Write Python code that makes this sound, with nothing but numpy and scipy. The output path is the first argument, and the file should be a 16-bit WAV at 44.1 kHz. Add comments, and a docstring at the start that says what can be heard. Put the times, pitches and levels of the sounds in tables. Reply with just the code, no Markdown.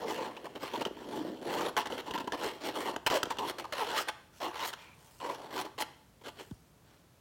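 """First a crunching push and a creak: a small plastic whisk works flour in a mesh sieve, in a bowl on a table.
Its loops catch and slip on the mesh, driving damped resonances of frame and wires, with rasp and hiss.
Packed flour collapses in falling sweeps: tiny ones make the crunch, larger ones soft single thuds.
Short hard scrapes, ringing taps and thin squeaks break up the strokes; late come one deep pat and a faint rustle.
A short echo and quiet, steady room air surround it."""
import sys
import numpy as np
from scipy import signal
from scipy.fft import rfft, irfft, next_fast_len
from scipy.io import wavfile
from scipy.ndimage import map_coordinates

SR = 44100
rng = np.random.default_rng(int(sys.argv[2]) if len(sys.argv) > 2 else 0)


def to_wav(sig):
    """Store sig (one row per channel, or 1-D mono) as 16-bit WAV at the path in sys.argv[1].

    Samples outside -1..1 are clipped; the rate is SR.
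    """
    pcm = np.clip(np.atleast_2d(sig), -1, 1) * 32767
    pcm = np.round(pcm).astype(np.int16)
    wavfile.write(sys.argv[1], SR, pcm.T)  # frames by channels


N = 317872

# Spectrum of the room air: (frequency [Hz], relative density [dB])
AIR_SPECTRUM = [(15, -33), (25, -28), (55, -5.5), (145, -4), (175, -6.5), (200, -9), (335, -13), (384, -15),
                (503, -15), (1260, -21), (1520, -24), (1890, -25.5), (16000, -34)]
AIR_DB = -62.5

# Pushes of the whisk through the flour; the last row is a faint rustle, perhaps of a sleeve:
# (start [s], attack [s], hold [s], release [s], flour drive [dB], frame drive [dB], mesh drive [dB])
STROKES = [(0, 0.0033, 0.065, .03, -41.5, -44, -48.5), (0.063, 0.026, 0.027, 0.092, -38.5, -37.5, -40.5),
           (0.145, 0.021, 0.096, 0.05, -43, -42, -50.5), (0.595, 0.031, 0.019, 0.083, -52, -45, -44),
           (0.726, 0.041, 0.029, 0.021, -40, -46, -47), (0.966, .2, 0.03, 0.035, -40, -43, -47.5),
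           (1.234, 0.013, 0.038, 0.093, -40, -51.5, -54.5), (1.414, 0.096, 0.089, 0.028, -35.5, -39.5, -42),
           (1.569, 0.039, 0.083, 0.016, -37, -37, -41), (1.767, 0.018, 0.029, 0.014, -42.5, -36.5, -39.5),
           (1.9, 0.014, 0.023, 0.036, -39.5, -45, -45), (2.056, 0.013, .01, 0.045, -45, -39.5, -47.5),
           (2.372, 0.068, 0.02, 0.044, -37, -38, -37), (2.604, 0.053, 0.033, .025, -38, -44.5, -39.5),
           (2.731, 0.031, .07, 0.033, -40.5, -41.5, -42), (2.819, 0.035, 0.051, 0.018, -39.5, -36.5, -41),
           (3.099, .012, 0.051, 0.019, -33, -35, -32.5), (3.389, 0.017, 0.038, .03, -41.5, -35.5, -49.5),
           (3.44, 0.036, 0.034, 0.0056, -40.5, -47, -39), (3.727, 0.059, 0.043, 0.05, -44, -38.5, -38),
           (3.84, .04, 0.087, .02, -42, -40, -42.5), (3.95, 0.027, 0.019, 0.016, -39, -43, -30.5),
           (4.31, .04, .045, .01, -72, -75, -64), (4.403, 0.026, 0.027, 0.041, -42.5, -34.5, -40.5),
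           (4.53, 0.1, 0.019, 0.022, -43.5, -36.5, -37), (4.758, 0.028, .06, 0.054, -65, -58.5, -57.5),
           (4.924, 0.062, .17, 0.045, -73, -67, -67.5), (5.199, 0.047, 0.062, 0.037, -40.5, -38, -47.5),
           (5.297, .025, 0.018, 0.023, -49, -44, -45.5), (5.362, 0.036, 0.071, 0.08, -50.5, -49.5, -55.5),
           (5.504, 0.061, 0.035, 0.027, -40, -36, -39), (6.236, 0.039, 0.0095, 0.011, -44, -47, -43.5),
           (6.356, 0.046, .012, 0.023, -51.5, -55, -49.5), (6.832, 0.065, 0.041, 0.067, -71, -74, -66.5)]
SWELL_DB = 12.5  # a stroke builds up by this much over its attack
SETTLE_DB, SETTLE_S = -29.5, .085  # a weak trembling goes on after each stroke
# Short hard scrapes: (start [s], length [s], flour drive [dB], frame drive [dB], mesh drive [dB])
SCRAPES = [(0.256, 0.026, -44, -44, -51), (0.441, 0.027, -44, -44.5, -49.5),
           (0.551, 0.025, -42.5, -45.5, -51), (0.628, 0.017, -38.5, -38.5, -47),
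           (0.734, 0.028, -46, -34.5, -41.5), (0.806, 0.018, -33.5, -37, -40),
           (.855, 0.02, -32.5, -43, -44), (1.767, 0.016, -35.5, -24.5, -33),
           (1.855, 0.02, -45.5, -43, -44.5), (1.899, 0.0094, -38, -39, -54), (1.975, 0.03, -40, -42.5, -43),
           (2.104, .006, -35, -46, -47), (2.136, 0.027, -39.5, -34, -40.5), (2.18, 0.0065, -41, -36, -42),
           (2.196, .02, -40.5, -36, -42.5), (2.24, 0.0062, -38, -54, -56), (2.273, 0.0081, -37, -30, -43.5),
           (2.321, 0.035, -35, -34, -44), (2.935, 0.0065, -40, -43, -48), (2.96, 0.0057, -35, -47, -60),
           (3.062, 0.014, -38, -24, -25.5), (3.249, 0.018, -49, -48, -55), (3.301, .019, -46, -30, -38.5),
           (3.383, 0.021, -39, -34.5, -41), (3.582, 0.027, -44.5, -43, -40.5),
           (3.616, 0.0071, -42, -59, -49), (3.641, 0.012, -62, -37, -49), (3.722, .012, -48, -47, -35),
           (4.073, 0.015, -47, -44, -46), (4.082, 0.012, -42.5, -32.5, -32.5), (4.401, .02, -47, -40, -45),
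           (4.675, 0.031, -48.5, -62, -44.5), (5.21, 0.032, -61, -42, -54), (4.728, 0.011, -47, -60, -43),
           (5.645, 0.018, -44, -41.5, -47), (5.778, 0.027, -47.5, -35.5, -43),
           (5.802, 0.026, -40, -37.5, -35.5), (6.21, .012, -59, -62, -63)]
# Light drag of the buried whisk: (flour drive [dB], frame drive [dB], mesh drive [dB])
DRAG_DB = (-54.5, -72, -62.5)
# Spans in which the whisk drags, buried: (start [s], end [s])
BURIED_SPANS = [(0, 2.97), (3.06, 4.05)]

# Spectrum of the flour crunch at its middle pitch: (frequency [Hz], relative density [dB])
CRUNCH_SPECTRUM = [(40, -39), (100, -12.5), (200, -9.5), (300, -0.5), (400, 0), (500, -0.5), (620, -1),
                   (900, -0.5), (2000, -40.5), (6000, -63)]
CRUNCH_HZ = 418.8  # the middle pitch
# Pitch of the crunch, lower where the whisk is buried deeper: (time [s], pitch [Hz])
CRUNCH_PITCH = [(0, 431.8), (.8, 361.4), (1.299, 325.2), (1.68, 459.9), (2.1, 330), (2.55, 450.4),
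                (2.9, 406.6), (3.15, 510), (3.4, 385.7), (3.8, 510.5), (4.429, 569.3), (5.56, 431.4),
                (6.4, 438.8)]

# Resonances of the sieve's frame: (frequency [Hz], bandwidth [Hz], relative level [dB])
FRAME_MODES = [(730, 113, -9.5), (867.5, 44, -2), (975.4, 59, -1.5), (1135, 110, -7)]
# Resonances of the stretched mesh and the loops: (frequency [Hz], bandwidth [Hz], relative level [dB])
MESH_MODES = [(1340, 74, -0.5), (1563, 330, -4.5), (1990, 180, -1.5), (2110, 1340, 0.5), (2910, 220, 1.5),
              (3300, 240, 2.5), (3540, 270, -2), (4240, 220, -1), (4800, 500, -4), (5570, 390, -2),
              (7050, 180, -9)]
# Spectrum of the rasp of loops on wires: (frequency [Hz], relative density [dB])
RASP_SPECTRUM = [(400, -32), (900, -8), (1300, 3.5), (1900, 3.5), (2450, -1.5), (3100, 2), (3800, -4.5),
                 (4400, -3.5), (5200, -29), (7000, -19.5), (16000, -50)]
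# Spectrum of the fine hiss: (frequency [Hz], relative density [dB])
HISS_SPECTRUM = [(2000, -57.5), (4500, 5.5), (6000, 6), (8000, 6), (10000, 3), (12500, 1), (15500, -0.5)]
# Drive of the hiss against that of the mesh at a firm push; extra dB for each dB pushed harder
HISS_DB, HISS_GROWTH, FIRM_PUSH_DB = -10.5, 0.029, -44.5
# Sifted flour trickling through the mesh: (time of peak [s], half length [s], hiss drive [dB])
TRICKLES = [(3.16, .02, -44), (3.234, 0.0023, -33), (4.013, 0.016, -45), (4.376, .04, -63),
            (4.67, 0.031, -43), (5.14, 0.2, -65), (5.612, 0.014, -47), (5.814, 0.012, -36.5),
            (6.44, 0.14, -66)]

# Creaks of squeezed flour: (start [s], length [s], level [dB], first pitch [Hz], last pitch [Hz])
CREAKS = [(.02, 0.063, -39.5, 508, 434), (0.171, 0.057, -40.5, 627, 440), (1.166, 0.057, -42, 426, 273.7),
          (2.431, 0.056, -42, 476, 406), (3.126, 0.062, -33, 725, 514), (3.723, 0.023, -39, 711, 506),
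          (3.785, 0.07, -40.5, 544.4, 383.3), (3.79, 0.051, -34.5, 1028, 834),
          (3.967, 0.0393, -35, 1124, 1418), (4.436, 0.069, -47, 320, 349.7),
          (5.237, 0.066, -42.5, 472, 562.6)]
# Squeaks of a loop sliding on the mesh: (start [s], length [s], level [dB], first pitch [Hz], last pitch [Hz])
SQUEAKS = [(.365, .02, -47, 2450, 3100), (4.765, .25, -60, 2440, 2340)]
# Loops snapping against the sieve: (time [s], click [dB], frame knock [dB], loop pitch [Hz])
TAPS = [(.367, -50, -60, 2530), (.558, -47, -56, 3100), (.657, -42, -47, 1400), (.821, -38, -42, 2780),
        (.852, -33, -38, 3100), (1.5395, -37, -42, 1870), (1.7665, -29, -29, 1530), (1.857, -39, -46, 1900),
        (1.87, -41, -47, 1900), (1.9015, -44, -46, 1600), (1.923, -41, -46, 3000), (2.1105, -37, -46, 3100),
        (2.178, -39, -38, 1600), (2.275, -42, -43, 1600), (2.3215, -35, -37, 1730),
        (2.9625, -35, -36, 1540), (3.0645, -25, -26, 1560), (3.1005, -29, -41, 3140),
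        (3.231, -26, -40, 3160), (3.256, -40, -47, 3150), (3.3055, -38, -29, 1210), (3.37, -45, -43, 1210),
        (3.386, -37, -38, 3190), (3.7245, -36, -43, 2120), (4.736, -41, -49, 3180),
        (5.2015, -48, -47, 1300), (6.5103, -54, -56, 1520)]
# Spectrum of the tap's chatter: (frequency [Hz], relative density [dB])
CLICK_SPECTRUM = [(200, 5), (900, 5.5), (1600, 11.5), (2300, -6.5), (3100, 12.5), (4500, -6.5), (5800, 0.5),
                  (8000, -10), (15500, -19)]
# Lumps of flour giving way: (time [s], peak level [dB], starting pitch [Hz], length [s])
THUDS = [(.91, -35, 614, 0.0084), (1.187, -38, 443, 0.015), (1.213, -32, 459, 0.013),
         (1.483, -58, 613, 0.016), (3.238, -30, 550, 0.0072), (3.27, -33, 598.4, 0.0091),
         (4.007, -30.5, 1065, 0.0104), (4.655, -34, 897.6, 0.00946)]
# One pat deep into the flour: (time [s], peak level [dB], starting pitch [Hz], length [s])
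PAT = (6.5115, -36, 340, .031)
TOP_HZ = 16300  # upper limit of the recorder


def undb(db):
    """Logarithmic level: decibels to amplitude gain."""
    return 10 ** (np.asarray(db) / 20)


def unit(h):
    """Energy normalization: the squares sum to 1."""
    return h / np.sqrt(np.sum(h ** 2))


def through(x, h):
    """Convolution: a linear system is known by its impulse response."""
    return signal.oaconvolve(x, h)[:N]


def add(out, start_s, sound):
    """Superposition: sounds sum where they overlap."""
    i = max(int(start_s * SR), 0)
    out[i:i + len(sound)] += sound[:N - i]


def colour(points, size=4096):
    """Minimum phase: folding the cepstrum gives a causal response of the given spectrum."""
    hz, db = np.transpose(points)
    f = np.maximum(np.fft.rfftfreq(size, 1 / SR), 1)
    level_db = np.interp(np.log(f), np.log(hz), db)
    cepstrum = irfft(np.log(undb(level_db)))
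    cepstrum[1:size // 2] *= 2
    cepstrum[size // 2 + 1:] = 0
    return unit(irfft(np.exp(rfft(cepstrum))))


def walk(rate):
    """Band-limited chance: random knots, `rate` a second, joined by lines; spread near 1."""
    knots = np.arange(N) / SR * rate
    # joining by lines narrows the spread; the factor restores it
    return np.interp(knots, np.arange(4096), rng.standard_normal(4096)) * np.sqrt(1.5)


def kitchen():
    """Stationary noise: the quiet steady air of the room."""
    return through(rng.standard_normal(N), colour(AIR_SPECTRUM)) * undb(AIR_DB)


def stroke(attack_s, hold_s, release_s, edge_s=0.00083):
    """Contact envelope: a stroke bites, swells, holds, lets go and settles exponentially."""
    age = np.arange(SR) / SR
    after = np.maximum(age - attack_s - hold_s, 0)
    bite = np.minimum(age / edge_s, 1)
    swell = undb(-SWELL_DB * np.maximum(1 - age / attack_s, 0))
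    settling = undb(SETTLE_DB) * np.exp(-after / SETTLE_S)
    return bite * swell * np.maximum(np.exp(-after / release_s), settling)


def scrape(length_s, rise_s=.0025, release_s=0.0056, sag_db_per_s=50):
    """Contact envelope: a scrape rises at once, sags slightly and lets go."""
    age = np.arange(SR // 10) / SR
    shape = np.minimum(age / rise_s, 1) * np.exp(-np.maximum(age - length_s, 0) / release_s)
    return shape * undb(-sag_db_per_s * (age - length_s / 2))


def pressure():
    """Power addition: drag, strokes and scrapes add as powers to drive flour, frame and mesh."""
    t = np.arange(N) / SR
    contacts = [(s, stroke(attack, hold, release), dbs) for s, attack, hold, release, *dbs in STROKES]
    contacts += [(s, scrape(length), dbs) for s, length, *dbs in SCRAPES]
    buried = sum((t >= start) & (t < end) for start, end in BURIED_SPANS)
    power = np.outer(undb(DRAG_DB) ** 2, buried)
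    for s, shape, dbs in contacts:
        for row, db in zip(power, dbs):
            add(row, s, (shape * undb(db)) ** 2)
    return np.sqrt(power)


def slips(rate, spread_db):
    """Shot noise: random little jolts of uneven size, `rate` a second, rms 1."""
    happens, size = rng.random(N) < rate / SR, rng.standard_normal(N)
    jolts = happens * undb(spread_db * np.clip(size, -2, 2)) * rng.choice([-1, 1], N)
    return unit(jolts) * np.sqrt(N)


def thud(hz, length_s, fall=2.325):
    """Dispersion: high tones outrun low ones in loose powder, so a jolt comes out as a falling sweep."""
    u = np.arange(0, 1, 1 / (length_s * SR))
    phase = 2 * np.pi * np.cumsum(hz * np.exp(-fall * u)) / SR
    return np.sin(phase) * np.minimum(u / 0.051, 1) * np.cos(np.pi * u / 2)


def flour(drive, rate=220):
    """Granular collapse: packed flour gives way in many tiny thuds, lower when the whisk is deeper."""
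    sizes = [(1100, 0.0061), (826, 0.01172), (668.6, 0.01723)]  # starting Hz and length s, before repitching
    grains = sum(through(slips(rate, 1.46), unit(thud(hz, length))) for hz, length in sizes)
    crunch = unit(through(grains, colour(CRUNCH_SPECTRUM))) * np.sqrt(N)
    # reading the crunch slower or faster shifts its pitch
    speed = np.interp(np.arange(N) / SR, *np.transpose(CRUNCH_PITCH)) / CRUNCH_HZ
    place = np.cumsum(speed) % N
    return drive * map_coordinates(crunch, [place], order=3, mode="nearest")


def stick_slip(rate=105, uneven=.55, relax_s=0.0044, held=0.41, spread_db=1.5, count=2000):
    """Stick-slip friction: tension lets go in uneven jerks that each die away, over a held part; rms 1."""
    chance = rng.standard_normal((count, 2))
    starts = np.cumsum(np.exp(uneven * chance[:, 0])) / rate - .1
    t = np.arange(N) / SR
    last = np.searchsorted(starts, t) - 1
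    size = undb(spread_db * np.clip(chance[last, 1], -2, 2))
    jerks = size * np.exp((starts[last] - t) / relax_s)
    return unit(held + jerks) * np.sqrt(N)


def ring(x, modes, wander_db, bend=0.025):
    """Modal resonance: mode shares wander with the point of contact, pitch with the tension."""
    shares = undb([db + wander_db * walk(11) for _, _, db in modes])
    shares = shares / np.sqrt(np.sum(shares ** 2, axis=0))
    clock, out = np.cumsum(1 + bend * walk(14)) / SR, 0
    for k, (hz, width, _) in enumerate(modes):
        turn, keep = np.exp(2j * np.pi * hz * clock), np.exp(-np.pi * width / SR)
        # shift the mode down to 0 Hz, let it decay there, then shift it back
        gain = np.sqrt(2 * (1 - keep ** 2))
        swing = signal.lfilter([gain], [1, -keep], x * shares[k] * turn.conj())
        out = out + (-1) ** k * (swing * turn).imag
    return out


def shifting(x, wander_db=3.0, rate=24):
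    """Moving contact: as other loops and wires touch, overlapping bands wander in level."""
    edges = np.geomspace(1000, SR / 2, num=22)
    size = next_fast_len(N)
    f, spectrum, out = np.fft.rfftfreq(size, 1 / SR), rfft(x, size), 0
    for share in np.eye(len(edges)):
        band = irfft(spectrum * np.interp(f, edges, share), size)[:N]
        out = out + band * undb(wander_db * (walk(rate) - 0.16))
    return out


def powder(mesh):
    """Power-law drive: fine hiss grows faster than the rasp, and sifted flour adds to it in power."""
    t = np.arange(N) / SR
    rubbed = mesh * undb(HISS_DB) * (mesh / undb(FIRM_PUSH_DB)) ** HISS_GROWTH
    trickled = sum(undb(db) * np.exp(-((t - s) / half) ** 2) for s, half, db in TRICKLES)
    return np.hypot(rubbed, trickled)


def sieve(frame, mesh, hiss, frame_db=-1, modes_db=-5, rasp_db=-2, grit_db=5.5):
    """Friction-driven resonance: juddering slips ring frame and mesh and shed rasp and a little hiss."""
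    judder = stick_slip()
    catches = slips(3500, 3) * judder
    grit = 0.76 * slips(4500, grit_db) * judder + .5 * slips(2200, grit_db)
    frame_ring = undb(frame_db) * ring(catches * frame, FRAME_MODES, 2.37)
    mesh_ring = undb(modes_db) * ring(catches * mesh, MESH_MODES, 1.6)
    rasp = undb(rasp_db) * through(grit * mesh, colour(RASP_SPECTRUM))
    fine_hiss = through(grit * hiss, colour(HISS_SPECTRUM))
    return frame_ring + mesh_ring + shifting(rasp + fine_hiss)


def creaks(waver=0.044, rough_db=2.5):
    """Locked stick-slip: squeezed flour gives a brief, rough, gliding tone."""
    out, pitch, loudness = np.zeros(N), 1 + waver * walk(350), undb(rough_db * walk(220))
    for s, length, db, first_hz, last_hz in CREAKS:
        u = np.linspace(0, 1, int(length * SR))
        span = int(s * SR) + np.arange(len(u))
        glide_hz = first_hz * (last_hz / first_hz) ** u * pitch[span]
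        phase = 2 * np.pi * np.cumsum(glide_hz) / SR
        envelope = np.sqrt(2 * np.abs(np.sin(np.pi * u)))
        add(out, s, undb(db) * loudness[span] * envelope * np.sin(phase))
    return out


def squeak(rate=1200, width_hz=190, frame_db=-4):
    """Friction-sustained mode: slips keep a loop ringing as its tension shifts, and stir the frame."""
    out = np.zeros(N)
    for s, length, db, first_hz, last_hz in SQUEAKS:
        u = np.clip((np.arange(N) / SR - s) / length, 0, 1)
        rub = slips(rate, 1.5) * undb(db) * np.sin(np.pi * np.sqrt(u))  # rises fast, fades slowly
        decay = np.exp(-np.pi * width_hz * np.arange(SR // 20) / SR)
        swing = through(rub, unit(decay))
        phase = 2 * np.pi * np.cumsum(first_hz + (last_hz - first_hz) * u) / SR
        out += np.sqrt(2) * swing * np.sin(phase) + undb(frame_db) * ring(rub, FRAME_MODES, 0.79)
    return out


def mode(hz, width_hz, size=3000):
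    """Damped oscillation: one resonance of energy 1."""
    t = np.arange(size) / SR
    return unit(np.exp(-np.pi * width_hz * t) * np.sin(2 * np.pi * hz * t))


def taps(chatter_s=0.0032, knock_s=0.00073, loop_db=-4, loop_width_hz=130, modes_db=-7, size=900):
    """Impact excitation: a brief chatter on the wires rings loop and mesh and knocks the frame."""
    clicks, knocks, loops, t = np.zeros(N), np.zeros(N), np.zeros(N), np.arange(size) / SR
    spread = np.sqrt(SR / 250)  # table levels stand for energy averaged over 4 ms
    for (s, click_db, knock_db, hz), chance in zip(TAPS, rng.standard_normal((len(TAPS), size))):
        add(clicks, s, spread * undb(click_db) * unit(chance * np.exp(-t / chatter_s)))
        add(loops, s, spread * undb(click_db + loop_db) * mode(hz, loop_width_hz))
        add(knocks, s + knock_s, spread * undb([knock_db]))
    chatter = through(clicks, colour(CLICK_SPECTRUM))
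    mesh_ring = undb(modes_db) * ring(clicks, MESH_MODES, 4.0)
    return chatter + loops + mesh_ring + ring(knocks, FRAME_MODES, 1)


def lumps():
    """Dispersion in powder: larger lumps thud singly, and the deep pat sweeps furthest down."""
    out = np.zeros(N)
    for s, db, hz, length in THUDS:
        add(out, s, undb(db) * thud(hz, length, fall=1.2))
    s, db, hz, length = PAT
    add(out, s, undb(db) * thud(hz, length, fall=2.3))
    return out


def room(x, t60_s=0.55, dull_hz=5500, wet_db=-17, delay_s=.006):
    """Reverberation: the kitchen walls return a dense, slightly dull, exponentially decaying echo."""
    t = np.arange(SR // 2) / SR
    tail = rng.standard_normal(len(t)) * np.exp(-np.log(1000) * t / t60_s) * (t > delay_s)
    tail = signal.sosfilt(signal.butter(1, dull_hz, fs=SR, output="sos"), tail)
    return x + undb(wet_db) * through(x, unit(tail))


def scene():
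    """Superposition: whisk, flour and sieve close by, in a quiet kitchen."""
    crunch, frame, mesh = pressure()
    whisk = flour(crunch) + sieve(frame, mesh, powder(mesh)) + creaks() + squeak() + taps()
    return (room(whisk) + lumps() + kitchen())[None]


def record(dry):
    """Band limiting: the microphone drops the deepest bass; the recorder cuts the top."""
    dry = signal.sosfilt(signal.butter(3, 32, "high", fs=SR, output="sos"), dry)
    return signal.sosfilt(signal.ellip(10, .2, 80, TOP_HZ, fs=SR, output="sos"), dry)


dry = scene()
out = record(dry)
to_wav(out)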